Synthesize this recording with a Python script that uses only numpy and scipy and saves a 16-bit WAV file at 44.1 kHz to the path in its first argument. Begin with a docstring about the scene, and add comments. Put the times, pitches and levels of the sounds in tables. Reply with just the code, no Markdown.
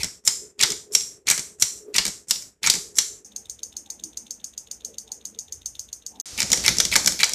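"""Relay logic on a workbench

In three parts, a home-built counter steps slowly, one relay blinks a lamp, then the counter races.
Each blow rings springs, armature, frame and bench: a short crack plus fading resonances, with chatter.
Armatures scrape and contacts rasp as shaped noise; a small hard room adds a fading noise tail.
Faint hiss, a wavering drone, a lumpy low wash and a deep rumble lie underneath.
"""
import sys
import numpy as np
from scipy import signal
from scipy.fft import rfft, irfft
from scipy.io import wavfile
from scipy.ndimage import uniform_filter1d

SR = 44100
rng = np.random.default_rng(int(sys.argv[2]) if len(sys.argv) > 2 else 0)


def generate_wav(signal):
    """Clip the signal to [-1, 1] and save it as 16-bit WAV at the path in sys.argv[1]."""
    frames = np.transpose(np.atleast_2d(signal))
    scaled = np.clip(frames, -1, 1) * 32767
    pcm = np.round(scaled).astype(np.int16)
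    wavfile.write(sys.argv[1], SR, pcm)


N = 323694  # length in samples

# When the first part ends, the second ends and the third starts: time_s
PART_TIMES_S = (3.247, 6.213, 6.257)

# Counter: a relay pulls in. Columns: slam_s, slam_db, then clink_db, knock_db, thump_db (relative to
# the slam), contact_lead_s (before the slam), contact_db, swing_db
PULL_INS = [(.6333, -2.5, -8, -8, -36.5, .0222, -7, -27.5),
            (1.3106, -3, -31, -11.5, -33.5, 0.025, -6.5, -24.5),
            (1.9827, -4, -1.5, -6.5, -28.5, 0.021, -8, -26.5),
            (2.6717, -3, -29, -10, -27, 0.009, -7.5, -24),
            (6.4183, -11.5, -9, -8.5, -26, 0.015, -5.5, -26.5), (6.68, -0.5, -5, -8, -27, .0172, -1, -24),
            (6.9563, -3, -16, -4, -24.5, 0.017, -10, -22),
            (7.232, -3.5, -4, -5.5, -79, 0.026, -10.5, -24.5)]
# Counter: a relay drops out. Columns: snap_s, snap_db, then clink_db, knock_db (relative to the snap),
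# parting_lead_s (before the snap)
DROP_OUTS = [(0.2755, 0.5, -10, -14, 0.0085), (.9502, -1, -8.5, -15, 0.014), (1.6228, -0.5, -9, -16, 0.009),
             (2.3087, -3, -9, -17.5, 0.01), (2.9852, -0.5, -11, -13, .015),
             (6.5297, 1.5, -16, -19.5, 0.012), (6.8014, 0.5, -11, -17.5, 0.017),
             (7.0741, 1.5, -16, -16.5, .0134), (7.3477, -4.5, -16, -18, 0.013)]
# A neighbouring relay trips once. Columns: start_s, click_db, then clink_db, thump_db (relative to the click)
TRIPS = [(0.6257, -5, -8, -24.5), (1.0079, -19.5, -10, -26), (1.3005, -0.5, -12, -30.5),
         (2.0788, -14.5, -17, -22.5), (2.3583, -22.5, -5, -25), (2.4224, -26.5, -25, -35),
         (2.6992, -0.5, -6.5, -46), (6.225, -8.5, -16, -49), (6.4289, -6.5, -16, -24.5),
         (6.5748, -12, -12, -20), (6.6902, -4.5, -27, -24), (6.8516, -7.5, -8.5, -26.5),
         (6.9626, 3.5, -19, -30.5), (7.122, -13, -12, -23), (7.2417, -2.5, -28, -69),
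         (7.2943, -12, -26, -54)]
# A farther relay answers with a double clack. Columns: start_s, level_db, gap_s
ANSWERS = [(.032, -9.5, 0.012), (.703, -11.5, 0.016), (1.3776, -12.5, 0.016), (2.0527, -9, .0123),
           (2.7377, -10.5, 0.016)]
# A short, soft burst of grainy noise at the start, like the fading tail of a clatter.
# Columns: time_s (the burst begins SWING_LEAD_S earlier), level_db
OPENING_BURST = [(.036, -31.5)]

# How a blow shares its force. Columns: click_db, clink_db, knock_db, thump_db
CONTACT_MIX = (0.5, -15.5, -14, -36)
# The same columns; rows are the first and second clack
ANSWER_MIX = [(0, -15, -16, -24.5), (-2, -15.5, -21.5, -25.5)]
# The same columns; rows are the first touch and the contacts parting
SLOW_DROP_MIX = [(-28.5, -51, -55.5, -75.5), (-22, -35, -38.5, -57)]
FAST_DROP_MIX = [(-16, -35, -35, -36.5), (-2.5, -19.5, -36, -30)]
# Light blows while an armature travels. 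Columns: lead_s (before the slam), then click_db, clink_db,
# knock_db, thump_db (relative to the swing)
SWING_BLOWS = [(.0405, 6.9, -1, -8.5, -16.5), (.031, 0, -5.5, -3.5, -15.5)]

# Blinker: blows of one closing. Columns: lag_s (after the main blow), spring_db, armature_db
BLINK_CYCLE = [(-.003, -29, -16.5), (0, 0.5, -20.5), (.0053, -9.5, -29), (0.0172, -17, -43)]
# Blinker: blows as it lets go. Columns: lag_s (after the main blow), spring_db, backstop_db
RELEASE = [(.091, -50, -28), (.094, -23.5, -21.5), (.107, -89, -27)]
# Blinks that close harder. Columns: start_s, extra_db
HARD_BLINKS = [(5.659, 3), (6.2, 2.5)]

# Resonances of the counter's springs, slow then fast, before small pitch shifts.
# Columns: pitch_hz, width_hz, level_db (relative)
SLOW_SPRING_MODES = [(5265, 190, 8), (5640, 150, 5.5), (7130, 230, -8.5), (7110, 110, 5.5), (7020, 110, -4),
                     (7300, 72, -3.5), (7935, 55, 0.5), (10500, 46, -9.5), (13200, 110, -28)]
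FAST_SPRING_MODES = [(5130, 120, 12), (5500, 91, 10), (5680, 49, 8.5), (6100, 370, 0), (7200, 55, -12),
                     (7600, 90, -22), (7600, 93, 5), (9900, 87, -25)]
# Resonances of the counter's armatures, frames, bench and yokes. Columns: pitch_hz, width_hz, level_db (relative)
CLINK_MODES = [(2845, 56, 2.5), (3343, 89, -4.5), (4200, 210, -3.5), (4150, 41, -3), (4770, 170, 3)]
FRAME_MODES = [(910, 52, 12.5), (1400, 63, -16), (1883, 97, -3.5), (1986, 22, 14), (2317, 120, 19),
               (2980, 72, 15.5)]
BENCH_MODES = [(134, 48, 0), (177.4, 31, 4.5), (231.3, 38, -7.5), (335, 27, -5)]
YOKE_MODES = [(1950, 95, 0), (2260, 120, 2), (2830, 63, -2)]
# Resonances of the blinker's spring, armature and back stop. Columns: pitch_hz, width_hz, level_db (relative)
BLINK_SPRING_MODES = [(4460, 386, -15), (5390, 160, -13.5), (6050, 78, -1.5), (6370, 364, -1),
                      (6837, 271, -1.5), (7580, 150, -14), (9030, 76, -13.5), (13800, 130, -36)]
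BLINK_ARMATURE_MODES = [(4290, 295, -3.5), (4595, 178, 3), (4780, 225, -2)]
BACKSTOP_MODES = [(2820, 810, -12), (3630, 207, 4), (4200, 370, -6)]

# Colour of the bare impacts. Columns: pitch_hz, level_db (relative)
SPRING_CRACK = [(1000, -41.5), (2500, -36), (4200, -12), (5500, 2.5), (7500, 2.5), (9000, -4.5),
                (11000, -10.5), (14000, -15.5)]
CLINK_CRACK = [(1000, -34), (2500, -6), (3500, 1), (4600, 1.5), (6000, -16.5), (14000, -31)]
FRAME_CRACK = [(150, -29.5), (400, -17), (700, -15), (1200, 2.5), (2100, 6), (3000, 1), (4500, 6.5),
               (8000, -35.5)]
BENCH_CRACK = [(30, -35), (70, -8), (200, -3.5), (450, -8.5), (900, -11), (2500, -65)]
BLINK_CRACK = [(1000, -46), (2700, -15), (3800, 7.5), (6500, 0), (9000, 5), (11000, -1), (14000, 2)]
# Colour of the grainy scrape and of the contacts' rasp. Columns: pitch_hz, level_db (relative)
SCRAPE_COLOUR = [(300, -38.0), (900, -20.5), (1600, -12.5), (2300, 12), (3200, -2.5), (4500, 0),
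                 (8000, -5.0), (14000, -14.5)]
WIPE_COLOUR = [(500, -24.5), (2000, -18.5), (4000, -13.5), (7300, 6), (10000, -1.5), (14000, -12)]

# The room's tail in each part. Columns: pitch_hz, level_db (relative), t60_s (time to fade by 60 dB)
SLOW_ROOM = [(152.3, -4, 0.067), (500, -7.5, 0.05), (1125, -7, 0.32), (2510, -11.5, 0.31), (4590, -9, 0.36),
             (7360, -7.5, 0.49), (14000, -11.5, .46)]
BLINK_ROOM = [(490, 7.5, 1), (2824, -4, 0.15), (4170, -22, 0.3), (5510, -2, 0.23), (6930, -10.5, 0.28),
              (8450, 2, 0.22), (14000, -9, 0.29)]
FAST_ROOM = [(150, -9.5, 0.91), (490, 3, 0.28), (1110, -8, 0.36), (2460, -11, 0.42), (4500, -7.5, 0.41),
             (7240, -4.5, 0.34), (14200, -10, 0.52)]

# Colour of the background noise in each part. Columns: pitch_hz, level_db (relative)
SLOW_AIR = [(25, -24.5), (60, -1.5), (100, -6), (250, -6), (500, -10), (900, -20), (2000, -21), (6000, -35),
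            (14000, -46.5)]
BLINK_AIR = [(25, -22), (60, 8.5), (150, -2.5), (500, -4.5), (1000, -13.5), (2000, -12.5), (4000, -18),
             (7000, -42), (14000, -44)]
FAST_AIR = [(25, -22), (65, -10), (200, -4), (400, -8), (700, -12), (1800, -13.5), (3700, -8.5),
            (6000, -0.5), (14000, -25)]
# Colour of the drone's noise and of the rumble. Columns: pitch_hz, level_db (relative)
DRONE_COLOUR = [(150, -43), (330, -16), (390, -6.5), (417, -6.5), (445, -9.5), (520, -21.5), (800, -37.5),
                (3000, -55.5)]
RUMBLE_COLOUR = [(20, -39.5), (42, -19.5), (60, -5.5), (85, -11.0), (140, -26.5), (600, -55.5)]
# Bands of the low wash. Columns: pitch_hz, level_db (before flicker and swells)
WASH_BANDS = [(220, -6), (310, -9), (450, -7.5), (580, -16), (810, -13.5)]
# Rise and fall of the fast count's hiss, the drone, the low wash and the rumble. Columns: time_s, gain_db
FAST_HISS = [(6.26, -42), (6.6, -33), (7.34, -54)]
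DRONE = [(0, -46), (.14, -72.5), (.44, -48), (.54, -66.5), (.61, -47), (.71, -36.5), (.83, -56),
         (.93, -41.5), (1.04, -59), (1.8, -56), (1.89, -36.5), (2.0, -52.5), (2.55, -80), (2.75, -48.5),
         (3.24, -59.5)]
WASH = [(3.25, -56.5), (3.6, -64.5), (3.95, -54), (4.25, -60.5), (4.68, -66), (4.9, -54), (5.5, -65.5),
        (6.07, -67.5), (6.15, -53.5)]
RUMBLE = [(0, -36), (.08, -81), (3.25, -79.5), (3.48, -58.5), (3.8, -71), (5.3, -66.5), (5.58, -54),
          (5.77, -56), (6.0, -68.5), (6.27, -74), (6.34, -47), (6.9, -41), (7.34, -63)]

TOUCH_LEAD_S = 0.015  # first touch, before the contacts part
REBOUND_S, REBOUND_DB = .0033, -6.5  # after the snap; relative to it
TRIP_KNOCK_DB = -21  # relative to the click
SWING_LEAD_S, SWING_S = .049, 0.052  # scrape starts this long before its table time; its length
YOKE_LEAD_S, YOKE_DB = .031, 2.5  # before the slam; relative to the swing
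WIPE_LEAD_S, WIPE_DB = 0.025, -24.5  # rasp starts before the snap; relative to the snap
BLINK_START_S, BLINK_PERIOD_S = 3.2274, .13511
BLINK_DB, BLINK_SCATTER_DB, RELEASE_SCATTER_DB = -17, .4, 1.8  # before the cut in blinker()
BLINK_CHATTER_DB = -9  # relative to the first contact
WASH_FLICKER_DB = 4.5
TONE_HZ = 417  # centre of the unsteady tone
PEAK, TOP_HZ = .9, 14300  # rounding ceiling and upper pitch limit


def slow_count():
    """Heavy pull-ins alternate with the clean snap of a near relay letting go."""
    ins, outs, trips = (between(rows, 0, PART_TIMES_S[0]) for rows in (PULL_INS, DROP_OUTS, TRIPS))
    drops = counter(drop_out(outs, SLOW_DROP_MIX, thump_db=-48.5), SLOW_SPRING_MODES, ring_db=-2,
                    click_db=-4, clink_db=-1.5, knock_db=-5, thump_db=5.0,
                    chatter_s=0.0033, chatter_db=4.0, rattle_s=0.003, detune=.012)
    pulls = counter(pull_in(ins) + trip(trips) + answer(ANSWERS), SLOW_SPRING_MODES, ring_db=-3.5,
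                    click_db=-6.5, clink_db=0, knock_db=-2, thump_db=-3.5,
                    chatter_s=0.0035, chatter_db=9.5, rattle_s=0.0093, detune=0.048)
    pulls = pulls + scrapes(ins + list(OPENING_BURST)) + yoke_rings(ins)
    relays = room(drops + wipes(outs), SLOW_ROOM, wet_db=0.5) + room(pulls, SLOW_ROOM, wet_db=1.5)
    return expander(relays + air(SLOW_AIR, -56.5), threshold_db=-50) + drone()


def fast_count():
    """The counter races, each clatter falling into the echo of the last; it is running from the outset."""
    ins, outs, trips = (between(rows, PART_TIMES_S[1], np.inf) for rows in (PULL_INS, DROP_OUTS, TRIPS))
    blows = pull_in(ins) + drop_out(outs, FAST_DROP_MIX, thump_db=-36.5) + trip(trips)
    relays = counter(blows, FAST_SPRING_MODES, ring_db=-6.5,
                     click_db=-6.5, clink_db=-0.5, knock_db=-1, thump_db=-1.5,
                     chatter_s=0.0021, chatter_db=5.0, rattle_s=0.0049, detune=0.033)
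    hiss = air(FAST_AIR, 0) * undb(curve(FAST_HISS))
    return room(relays + scrapes(ins) + yoke_rings(ins), FAST_ROOM, wet_db=-1.0) + hiss


def counter(blows, modes, ring_db, click_db, clink_db, knock_db, thump_db,
            chatter_s, chatter_db, rattle_s, detune):
    """Each blow clicks the contact springs, clinks the armature, knocks the frame and thumps the bench."""
    frame = body(FRAME_MODES, FRAME_CRACK, ring_db=-3.5)
    armature = body(CLINK_MODES, CLINK_CRACK, ring_db=-7.0, size=2048)
    bench = body(BENCH_MODES, BENCH_CRACK, ring_db=2.0)
    out = np.zeros(N)
    for s, click, clink, knock, thump in blows:
        # shift each pitch a little, so no two clicks ring quite alike
        own_modes = [(hz * (1 + detune * rng.standard_normal()), width, db) for hz, width, db in modes]
        spring = body(own_modes, SPRING_CRACK, ring_db, size=2048)
        add(out, s, undb(click + click_db) * blow(spring, chatter_s, chatter_db))
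        add(out, s, undb(clink + clink_db) * blow(armature, chatter_s, chatter_db))
        add(out, s, undb(knock + knock_db) * blow(frame, rattle_s, chatter_db=5.5))
        add(out, s, undb(thump + thump_db) * blow(bench, chatter_s=0.014, chatter_db=1.5))
    return out


def pull_in(rows):
    """The armature knocks lightly as it travels, closes the contacts, then slams onto the core."""
    blows = []
    for s, db, clink, knock, thump, lead, contact_db, swing_db in rows:
        for early, *mix in SWING_BLOWS:
            blows.append((s - early, *(swing_db + np.array(mix))))
        blows.append((s - lead, *(contact_db + np.array(CONTACT_MIX))))
        blows.append((s, db, db + clink, db + knock, db + thump))
    return blows


def drop_out(rows, mixes, thump_db):
    """A touch, the contacts parting, the snap against the stop, each harder; then one rebound."""
    touch, parting = np.array(mixes)
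    blows = []
    for s, db, clink, knock, lead in rows:
        snap = db + np.array([0, clink, knock, thump_db])
        blows.append((s - lead - TOUCH_LEAD_S, *(db + touch)))
        blows.append((s - lead, *(db + parting)))
        blows.append((s, *snap))
        blows.append((s + REBOUND_S, *(snap + REBOUND_DB)))
    return blows


def trip(rows):
    """A neighbouring relay gives one sharp blow that hardly stirs the frame."""
    return [(s, db, db + clink, db + TRIP_KNOCK_DB, db + thump) for s, db, clink, thump in rows]


def answer(rows):
    """A farther relay gives two quick clacks that carry through the bench."""
    return [(s + k * gap, *(db + np.array(mix))) for s, db, gap in rows for k, mix in enumerate(ANSWER_MIX)]


def scrapes(rows):
    """Grainy noise swells and fades in the frame, like the little slips of a travelling armature."""
    slips = np.zeros(N)
    swell = np.hanning(int(SWING_S * SR))
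    for s, *_, db in rows:
        grit = rng.laplace(size=8192)[:len(swell)] / np.sqrt(2)
        add(slips, s - SWING_LEAD_S, undb(db) * swell * grit)
    frame = unit(body(FRAME_MODES, SCRAPE_COLOUR, ring_db=-9.0))
    return signal.fftconvolve(slips, frame)[:N]


def yoke_rings(pulls):
    """The coil grabs the armature: a soft push sets the iron yoke ringing before each slam."""
    yoke = body(YOKE_MODES, FRAME_CRACK, ring_db=12, size=2048)
    out = np.zeros(N)
    for s, *_, db in pulls:
        add(out, s - YOKE_LEAD_S, undb(db + YOKE_DB) * blow(yoke, chatter_s=.004, chatter_db=7))
    return out


def wipes(drops):
    """The contacts slide over each other with a thin, growing rasp until the armature snaps back."""
    rasp = np.zeros(N)
    swell = np.linspace(.4, 1, int(WIPE_LEAD_S * SR))
    for s, db, *_ in drops:
        grit = rng.laplace(size=4096)[:len(swell)] / 2
        add(rasp, s - WIPE_LEAD_S, undb(db + WIPE_DB) * swell * grit)
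    spring = unit(body(SLOW_SPRING_MODES, WIPE_COLOUR, ring_db=-11.5))
    return signal.fftconvolve(rasp, spring)[:N]


def blinker():
    """One relay at a steady beat: a touch, the snap and its rebounds, then soft, uneven release ticks."""
    spring = body(BLINK_SPRING_MODES, BLINK_CRACK, ring_db=10.5)
    armature = body(BLINK_ARMATURE_MODES, BLINK_CRACK, ring_db=11.5)
    backstop = body(BACKSTOP_MODES, BLINK_CRACK, ring_db=13)
    out = np.zeros(N)
    for s in np.arange(BLINK_START_S, PART_TIMES_S[1], BLINK_PERIOD_S):
        db = BLINK_DB + BLINK_SCATTER_DB * rng.standard_normal()
        db += sum(extra for when, extra in HARD_BLINKS if abs(when - s) < BLINK_PERIOD_S / 2)
        for lag, spring_db, armature_db in BLINK_CYCLE:
            click = blow(spring, chatter_s=0.0049, chatter_db=BLINK_CHATTER_DB)
            add(out, s + lag, undb(db + spring_db) * click)
            add(out, s + lag, undb(db + armature_db) * blow(armature, chatter_s=0.0025, chatter_db=15))
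        for lag, spring_db, stop_db in RELEASE:
            force_db = db + RELEASE_SCATTER_DB * rng.standard_normal()
            add(out, s + lag, undb(force_db + spring_db) * blow(spring, chatter_s=0.002, chatter_db=10))
            add(out, s + lag, undb(force_db + stop_db) * blow(backstop, chatter_s=0.0045, chatter_db=-7))
    relay = room(out * undb(-5.5), BLINK_ROOM, wet_db=0.5)
    return expander(relay, threshold_db=-55.5) + low_wash() + air(BLINK_AIR, -64)


def body(modes, crack, ring_db, size=8192):
    """One tap on an object gives an instant crack of a given colour plus fading resonances."""
    # fold the log spectrum's echo onto positive time: the crack then starts at once (minimum phase)
    cepstrum = irfft(np.log(undb(on_bins(*np.transpose(crack), size))))
    cepstrum[1:size // 2] *= 2
    cepstrum[size // 2 + 1:] = 0
    crack_sound = irfft(np.exp(rfft(cepstrum)))
    t = np.arange(size) / SR
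    ring = np.zeros(size)
    for k, (hz, width, db) in enumerate(modes):
        fade = np.exp(-np.pi * width * t)  # wider resonances fade sooner
        ring += (-1) ** k * undb(db) * width * fade * np.sin(2 * np.pi * hz * t)
    return unit(crack_sound) + undb(ring_db) * unit(ring)


def blow(response, chatter_s, chatter_db, size=2048, count=88):
    """A first contact and a fading chatter of rebounds ring a body; its loudest 2 ms have level 1."""
    t = np.arange(size) / SR
    # cubing makes a few rebounds stand out
    push = undb(chatter_db) * unit(rng.standard_normal(size) ** 3 * np.exp(-t / chatter_s))
    push[0] += 1
    sound = signal.fftconvolve(push, response)
    return sound / np.sqrt(uniform_filter1d(sound ** 2, count).max())


def room(x, bands, wet_db, size=256, order=64, count=3):
    """Direct sound plus a tail: the room stores energy at each pitch and lets it fade as dense noise."""
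    hz, db, t60 = np.transpose(bands)
    frames = dict(nperseg=size, noverlap=size - order)
    power = np.abs(signal.stft(x, **frames)[2]) ** 2
    # share of the energy kept from one frame to the next
    keep = np.exp(-2 * np.log(1000) * order / SR / on_bins(hz, t60, size))
    # the leading zeros delay the tail by a few milliseconds
    stored = np.array([signal.lfilter([0] * count + [1 - k], [1, -k], p + 1e-18)
                       for k, p in zip(keep, power)])
    wash = signal.stft(rng.standard_normal(N), **frames)[2]
    gain = undb(on_bins(hz, db, size) + wet_db)[:, None] / np.std(wash)
    tail = signal.istft(np.sqrt(stored) * gain * wash, **frames)[1][:N]
    return x + tail


def expander(x, threshold_db, size=1100):
    """Noise suppression: whatever sinks under the threshold is pulled further down."""
    over = (uniform_filter1d(x ** 2, size) / undb(threshold_db) ** 2) ** 2
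    return x * (over + 0.022) / (over + 1)


def drone():
    """A narrow band of noise around a slightly unsteady tone."""
    noise = air(DRONE_COLOUR, -3.5)
    pitch_hz = TONE_HZ * (1 + 0.00717 * walk(rate_hz=12))
    tone = np.sin(2 * np.pi * np.cumsum(pitch_hz) / SR)
    return (noise + undb(-4) * tone) * undb(curve(DRONE))


def low_wash():
    """Faint low noise swells in uneven lumps; each band flickers by itself."""
    bands = np.zeros(N)
    for hz, db in WASH_BANDS:
        noise = air([(hz / 2, -36), (hz, 0), (hz * 2, -42)], db)
        bands += noise * undb(WASH_FLICKER_DB * walk(rate_hz=16))
    return bands * undb(curve(WASH))


def deep_rumble():
    """Very low noise comes and goes."""
    return air(RUMBLE_COLOUR, 0) * undb(curve(RUMBLE))


def air(spectrum, db):
    """Steady noise of a given colour and average (rms) level."""
    noise = irfft(rfft(rng.standard_normal(N)) * undb(on_bins(*np.transpose(spectrum), N)), N)
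    return unit(noise) * np.sqrt(N) * undb(db)


def walk(rate_hz):
    """Slow random wandering with a spread of about 1."""
    steps = rng.standard_normal(512)
    # joining the steps with lines narrows their spread; 1.22 restores it
    return 1.22 * np.interp(np.arange(N) / SR * rate_hz, np.arange(len(steps)), steps)


def curve(rows):
    """Join (time, value) points into one value per sample."""
    return np.interp(np.arange(N) / SR, *np.transpose(rows))


def between(rows, start, end):
    """Pick the events of one part."""
    return [row for row in rows if start <= row[0] < end]


def add(out, s, sound):
    """Mix a sound in at time s, trimming what falls outside."""
    start = max(int(s * SR), 0)
    part = sound[start - int(s * SR):][:max(len(out) - start, 0)]
    out[start:start + len(part)] += part


def on_bins(hz, values, size):
    """Join points on a log-pitch axis and read them at the bins of a transform."""
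    return np.interp(np.log(np.fft.rfftfreq(size, 1 / SR) + 1), np.log(hz), values)


def unit(x):
    """Scale to a total energy of 1."""
    return x / np.sqrt(np.sum(x ** 2))


def undb(db):
    """Turn decibels into a gain."""
    return 10 ** (np.asarray(db) / 20)


def scene():
    """Three parts follow each other, with a short silence before the last, over a deep rumble."""
    t = np.arange(N) / SR
    first_end, second_end, third_start = PART_TIMES_S
    rumble = deep_rumble()
    parts = [part() + rumble for part in (slow_count, blinker, fast_count)]
    # the first true condition wins; where none is true there is silence
    spans = [t < first_end, t < second_end, t > third_start]
    return np.select(spans, parts)[None]


def record(dry):
    """Round off the sharpest peaks, then cut the top of the treble."""
    rounded = PEAK * np.tanh(dry / PEAK)
    top_cut = signal.ellip(12, .2, 100, TOP_HZ, fs=SR, output="sos")
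    return signal.sosfilt(top_cut, rounded)


dry = scene()
out = record(dry)
generate_wav(out)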